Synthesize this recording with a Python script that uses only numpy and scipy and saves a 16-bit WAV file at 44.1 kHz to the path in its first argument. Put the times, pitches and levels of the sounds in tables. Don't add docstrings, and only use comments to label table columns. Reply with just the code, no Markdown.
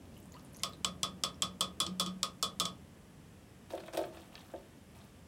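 import sys
import numpy as np
from scipy import signal
from scipy.fft import rfft, irfft, next_fast_len
from scipy.io import wavfile

SR = 44100
rng = np.random.default_rng(int(sys.argv[2]) if len(sys.argv) > 2 else 0)


def master(y):
    cut = np.clip(np.atleast_2d(y).T, -1, 1)
    pcm = np.round(cut * 32767)
    wavfile.write(sys.argv[1], SR, pcm.astype(np.int16))


N = 232757
TAIL_S = np.arange(SR // 2) / SR

# (time [s], strength [dB], slide [0 square, 1 glancing], ping of the spot [dB], push on drain air [dB])
BOWL_BLOWS = [(0.6341, -39, 0.11, -2, -54), (0.8462, -38, 0.055, 1, -48), (1.0312, -38.7, 0.16, 2.5, -48),
              (1.2365, -37.5, 0.17, 1, -50), (1.4212, -37, 0.22, 1, -47), (1.6084, -36, 0.43, .5, -48.5),
              (1.802, -36, 0.75, 0, -47), (1.8651, -48.5, 0.17, 1, -40), (1.9974, -36, 0.86, -3, -44.5),
              (2.0623, -47.5, 0.46, 0.5, -40.5), (2.2305, -38, 0.27, -4, -52.5),
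              (2.4267, -36, 1, -4.5, -47.5), (2.599, -35.5, 0.56, -0.5, -48), (2.654, -43, 0.36, 0, -52)]
# (time [s], thud [dB], scuff [dB], scuff top [Hz])
HOLDER_CONTACTS = [(3.7043, -48, -40.5, 5800), (3.735, -33, -56, 2000), (3.7767, -43.5, -39, 2900),
                   (3.801, -49, -45.5, 8050), (3.834, -50.5, -44, 3000), (3.8805, -48, -34, 1980),
                   (3.933, -43, -38, 9100), (3.945, -40, -44, 13000), (3.9714, -30.5, -30, 14200),
                   (3.988, -32, -54, 3000), (4.012, -33, -48, 7000), (4.037, -40, -39, 3870),
                   (4.169, -53, -44, 4540), (4.5375, -37, -41.5, 1800)]


def bowl_knocks(crack_db=38.5, wash_db=29.5, tick_t60_s=0.0071, body_t60_s=0.0092, split_hz=6300):
    # (frequency [Hz], level [dB], t60 [s])
    bowl_modes = [(462, -17, .25), (527, -11, .25), (570, -15, .3), (683, -11, .2), (1049, -6.5, .2),
                  (1119, -1, .21), (1222, 0, .2), (1250, -1, .23), (1290, -8, .18), (1337, -10, .2),
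                  (2030, -21, .13), (2400, -20, .12), (2440, -16, .16), (2605, -18, .12), (3020, -15, .15),
                  (3070, -15, .15), (3135, -12, .23), (3226, -8, .13), (3292, -7, .11), (3423, 4, .175),
                  (3675, -14, .15), (3994, -9, .15), (4160, -8, .14), (4559, -3, .14), (4886, -6, .14),
                  (5020, -7, .13), (5380, -2, .13), (5735, -9, .15), (7848, -7, .13), (8003, -4, .13),
                  (8222, -7, .13), (9710, -18, .15), (10450, -15, .12)]
    # (frequency [Hz], level [dB])
    crack_spectrum = [(100, 6.5), (400, -17), (700, -12.5), (1200, -4.5), (1800, -17.5), (2400, -5),
                      (2780, -8), (3250, 13), (3700, 2.5), (5300, 5), (6500, -0.5), (7700, 6.5),
                      (9300, -7.5), (11000, -11.5), (15500, -29)]
    wash_spectrum = [(100, 5), (350, -5.5), (600, 4), (850, -4), (1200, 2), (1550, -7.5), (2000, -7),
                     (2800, -1), (3300, 3.5), (5300, 4.5), (6200, -1.5), (8100, -1), (9500, -4.5),
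                     (15500, -12)]
    # (frequency [Hz], gain per ping [dB/dB])
    ping_tilt = [(800, 1), (1200, -2.9), (2600, -1), (3300, 0.5), (3900, -1), (5300, -1.37), (6600, 1)]
    out, walls = np.zeros(N), reflections()
    family = np.digitize(np.array(bowl_modes)[:, 0], [2000, 3800])
    for s, db, slide, ping_db, _ in BOWL_BLOWS:
        grit = rng.choice([-1, 1], len(TAIL_S))
        tick = butter(colour(grit * fade(tick_t60_s), crack_spectrum), split_hz, "high")
        body = butter(colour(grit * fade(body_t60_s) * rise(0.016), crack_spectrum), split_hz, "low")
        body = colour(body, [(hz, share * ping_db) for hz, share in ping_tilt])
        crack = unit_energy(body) + from_db(-2.5) * unit_energy(tick)
        crack *= from_db(db + crack_db - 8.5 * slide)
        wash = unit_energy(colour(walls + 1.73 * reflections(), wash_spectrum))
        wash *= from_db(db + wash_db + 1.5 * slide)
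        clack_db = 4 - 16 * slide
        treble_db = -2.5 + 2.5 * slide + 0.47 * (db + 41.5)
        tone = [(1400, 0), (2300, clack_db), (3100, 0), (5500, 0), (8000, treble_db)]
        hit = butter(colour(crack + wash, tone), 150, "high")
        gains = from_db([db + 0.5, db - 0.3 + ping_db + 8 * slide, db - 5 + 1.5 * slide])[family]
        build_up = rise(0.029)
        add(out, s, hit + build_up * ring(bowl_modes, gains, spread_db=0.5))
    return out


def drain(hum_hz=184.5, hum_t60_s=0.6, wander_hz=3.35, flutter_db=3, plunge_hz=335, deep_push_db=-40.5):
    envelope, upper = np.zeros(N), np.zeros(N)
    plunge = np.sin(2 * np.pi * plunge_hz * TAIL_S) * fade(0.15) * rise(0.018)
    for s, *_, push_db in BOWL_BLOWS:
        envelope[round(s * SR):] = 0
        add(envelope, s, from_db(push_db) * rise(0.076) * fade(hum_t60_s))
        plunge_db = deep_push_db + 1.4 * (push_db - deep_push_db) - 0.5
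        add(upper, s, from_db(plunge_db) * plunge)
    phase = 2 * np.pi * np.cumsum(hum_hz + wander_hz * drift(29.44)) / SR
    hum = np.sqrt(2) * np.sin(phase) * butter(envelope, 25, "low")
    return upper + hum * from_db(2 + flutter_db * drift(40))


def drips(life_cycles=48, glide=0.16, tick_db=-10, tick_t60_s=0.008):
    # (time [s], level [dB], bubble [Hz])
    drops = [(.167, -52, 3010), (.178, -47, 11600), (0.257, -49, 8600), (0.3214, -45, 6950),
             (.341, -52.5, 2000), (.342, -48.5, 4500), (0.348, -50, 995), (0.366, -49.5, 1246),
             (0.367, -52, 2900), (0.449, -47, 9700), (.547, -46, 6260), (.5626, -45, 6750),
             (0.596, -45, 6800), (0.603, -53, 2100), (0.7338, -41, 4000), (1.3444, -52, 5460)]
    # (time [s], level [dB])
    spray_levels = [(0, -82), (.17, -69.5), (.3, -80), (.36, -71), (.5, -78), (.56, -64.5), (.66, -58.5),
                    (.8, -84), (1.1, -125)]
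    # (frequency [Hz], level [dB])
    spray_spectrum = [(1000, -15), (3000, 9), (6000, 4), (11000, 4), (15500, 0)]
    out = np.zeros(N)
    for s, db, hz in drops:
        life_s = life_cycles / hz
        pitch_hz = hz * (1 + glide * (2 * np.minimum(TAIL_S / life_s, 1) - 0.3))
        bubble = np.sin(2 * np.pi * np.cumsum(pitch_hz) / SR) * fade(life_s)
        burst = rng.standard_normal(len(TAIL_S)) * fade(tick_t60_s)
        tick = butter(burst, [hz / 1.3, hz * 2.9], "band")
        add(out, s, from_db(db) * (bubble + from_db(tick_db) * tick))
    spray = unit_rms(colour(crackle(per_s=830, size_db=5.5), spray_spectrum))
    return in_room(out + spray * from_db(in_time(spray_levels)), wet_db=-3.5)


def holder_thuds(level_db=1.5, cushion_hz=1040, squash_s=0.02, press_loss_db=3.5):
    # (frequency [Hz], level [dB], t60 [s])
    cup_modes = [(336.3, -7, 0.26), (385, -13.5, 0.22), (510.5, 0.5, 0.065), (565, -5, 0.2),
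                 (637.6, 2.5, 0.085), (697, -5, 0.1), (803, -0.5, 0.026), (890, -18.5, 0.24),
                 (990, -37, 0.07), (1297, -20, 0.11), (1590, -8, 0.037), (1880, -30, .06)]
    out = np.zeros(N)
    cushion = 1 / np.sqrt(1 + (np.array(cup_modes)[:, 0] / cushion_hz) ** 4)
    hardest_db = max(row[1] for row in HOLDER_CONTACTS)
    for s, db, _, _ in HOLDER_CONTACTS:
        pressed = np.clip((np.arange(N) / SR - s) / squash_s, 0, 1)
        out *= from_db(-press_loss_db * from_db(db - hardest_db) * pressed)
        thud = ring(cup_modes, from_db(db + level_db) * cushion, spread_db=-0.5)
        add(out, s, thud * rise(squash_s))
    return in_room(out, wet_db=-14)


def bristles(scuff_db=3.5, scuff_t60_s=0.039, scuff_low_hz=1200, rustle_db=-2.5):
    # (time [s], length [s], level [dB])
    rubs = [(3.695, .14, -53.5), (3.854, 0.036, -56), (3.925, 0.14, -48), (4.124, 0.18, -57),
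            (4.32, 0.32, -59.5), (4.945, 0.13, -59)]
    # (frequency [Hz], level [dB])
    cup_spectrum = [(200, -18), (600, 12), (1000, 8.5), (1400, 3), (2000, -1), (2550, 1.5), (2950, -2),
                    (3350, 1.5), (4100, -2), (5000, -4.5), (7000, -8.5), (8500, -5.5), (11000, -9.5),
                    (15500, -9)]
    scuffs, rubbing = np.zeros(N), np.zeros(N)
    for s, _, db, top_hz in HOLDER_CONTACTS:
        burst = rng.standard_normal(len(TAIL_S)) * fade(scuff_t60_s) * rise(0.0093)
        scuff = butter(butter(burst, scuff_low_hz, "high"), top_hz, "low", order=3)
        add(scuffs, s, from_db(db + scuff_db) * scuff)
    for s, length_s, db in rubs:
        add(rubbing, s, from_db(db + rustle_db) * rise(0.043) * np.exp(-(TAIL_S / length_s) ** 2))
    rustle = unit_rms(colour(crackle(per_s=5000, size_db=4.5), cup_spectrum)) * rubbing
    return in_room(colour(scuffs, cup_spectrum) + rustle, wet_db=-8.5)


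def handle_rattle(ring_db=-4.5, tick_t60_s=0.013, low_hz=1700):
    # (time [s], level [dB], band top [Hz])
    ticks = [(4.354, -36.5, 5070), (4.379, -35, 3100), (4.408, -46, 4400)]
    # (frequency [Hz], level [dB], t60 [s])
    handle_modes = [(1780, -12.5, 0.06), (2541, -28, 0.35), (2950, -34, 0.12), (3290, -26, 0.31),
                    (3800, -27, 0.3), (4479, -31, 0.14)]
    out = np.zeros(N)
    for s, db, top_hz in ticks:
        burst = rng.choice([-1, 1], len(TAIL_S)) * fade(tick_t60_s)
        tick = butter(burst, [low_hz, top_hz], "band", order=4)
        ringing = ring(handle_modes, np.ones(len(handle_modes)), spread_db=-5.5)
        add(out, s, from_db(db) * (2 * tick + from_db(ring_db) * ringing))
    return in_room(out, wet_db=-29)


def room_tone(rumble_db=-56.5, hiss_db=-66.5):
    # (frequency [Hz], level [dB])
    rumble_spectrum = [(15, -40), (25, -24), (37, -13), (66, -4.5), (82, 2), (107, -6), (135, -2.5),
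                       (199, -3), (275, -7), (318, -9), (345, -11.5), (579, -15.5), (788, -20), (1200, -24),
                       (1560, -71), (2640, -120)]
    hiss_spectrum = [(710, -17.5), (1200, -3), (1440, -2.5), (1790, -1.5), (2090, -4.5), (3080, -4.5),
                     (4080, -11), (5530, -9.5), (7020, -12), (7740, -8), (8350, -13), (9410, -10),
                     (16000, -21)]
    # (time [s], gain [dB])
    swell = [(0, 2.5), (1.3, 3.5), (2.6, 0.5), (3.2, 0.5), (5.28, -0.5)]
    rumble = unit_rms(colour(rng.standard_normal(N), rumble_spectrum))
    hiss = unit_rms(colour(rng.standard_normal(N), hiss_spectrum))
    return from_db(rumble_db + in_time(swell)) * rumble + from_db(hiss_db) * hiss


def reflections():
    # (frequency [Hz], t60 [s])
    decay = [(200, 0.99), (550, 0.35), (1400, 0.24), (3700, 0.17), (9700, 0.14), (16000, 0.052)]
    edges_hz = 60 * 2 ** np.arange(0, 8.6, 0.5)
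    white = rng.standard_normal((2, len(TAIL_S)))
    bands = (butter(white[k % 2], [low, high], "band") * fade(at_hz(decay, np.sqrt(low * high)))
             for k, (low, high) in enumerate(zip(edges_hz, edges_hz[1:])))
    return unit_energy(sum(bands) * rise(0.0023))


def in_room(x, wet_db):
    return x + from_db(wet_db) * signal.fftconvolve(x, reflections())[:N]


def ring(modes, gains, spread_db):
    out = np.zeros(len(TAIL_S))
    chance = rng.uniform(-0.85, 1, (len(modes), 2))
    spread = [(3500, spread_db), (5000, 4 * spread_db)]
    for (hz, db, t60_s), gain, (luck, side) in zip(modes, gains, chance):
        amplitude = gain * from_db(db + at_hz(spread, hz) * luck) * np.sign(side)
        out += amplitude * np.sin(2 * np.pi * hz * TAIL_S) * fade(t60_s)
    return out


def crackle(per_s, size_db, width=1.16):
    centres_hz = np.geomspace(500, 14000, num=13)
    bands = (butter(grains(per_s / len(centres_hz), size_db), [hz / width, hz * width], "band")
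             for hz in centres_hz)
    return unit_rms(sum(bands))


def grains(per_s, size_db):
    when, size, side = rng.random((int(per_s * N / SR), 3)).T
    heights = from_db(size_db * np.minimum(-np.log(1 - size), 4)) * np.sign(side - 0.5)
    return np.bincount((when * N).astype(int), heights, minlength=N)


def colour(x, spectrum):
    size = 2 * next_fast_len(len(x))
    bins_hz = np.arange(size // 2 + 1) * SR / size
    cepstrum = irfft(np.log(from_db(at_hz(spectrum, bins_hz))))
    cepstrum[1:size // 2] *= 2
    cepstrum[size // 2 + 1:] = 0
    return irfft(rfft(x, size) * np.exp(rfft(cepstrum)))[:len(x)]


def butter(x, hz, kind, order=2):
    sos = signal.butter(order, np.clip(hz, 10, 0.45 * SR), kind, fs=SR, output="sos")
    return signal.sosfilt(sos, x + 1e-18)


def drift(rate_hz):
    points = rng.standard_normal(1000)
    return np.interp(np.arange(N) / SR * rate_hz, np.arange(len(points)), points)


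def fade(t60_s):
    return np.exp(-np.log(1000) * TAIL_S / t60_s)


def rise(settle_s):
    return 1 - fade(settle_s)


def add(out, s, sound):
    start = max(0, round(s * SR))
    out[start:start + len(sound)] += sound[:N - start]


def in_time(rows):
    return np.interp(np.arange(N) / SR, *np.transpose(rows))


def at_hz(points, hz):
    freqs, values = np.transpose(points)
    return np.interp(np.log(np.maximum(hz, 1)), np.log(freqs), values)


def from_db(db):
    return 10 ** (np.asarray(db) / 20)


def unit_rms(x):
    return x / np.sqrt(np.mean(x ** 2) + 1e-20)


def unit_energy(x):
    return x / np.sqrt(np.sum(x ** 2) + 1e-20)


def scene():
    at_bowl = bowl_knocks() + drain() + drips()
    at_holder = holder_thuds() + bristles() + handle_rattle()
    return (at_bowl + at_holder + room_tone())[None]


def record(dry):
    heard = butter(dry, 25, "high", order=4)
    return signal.sosfilt(signal.ellip(10, 0.2, 80, 16000, fs=SR, output="sos"), heard)


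dry = scene()
out = record(dry)
master(out)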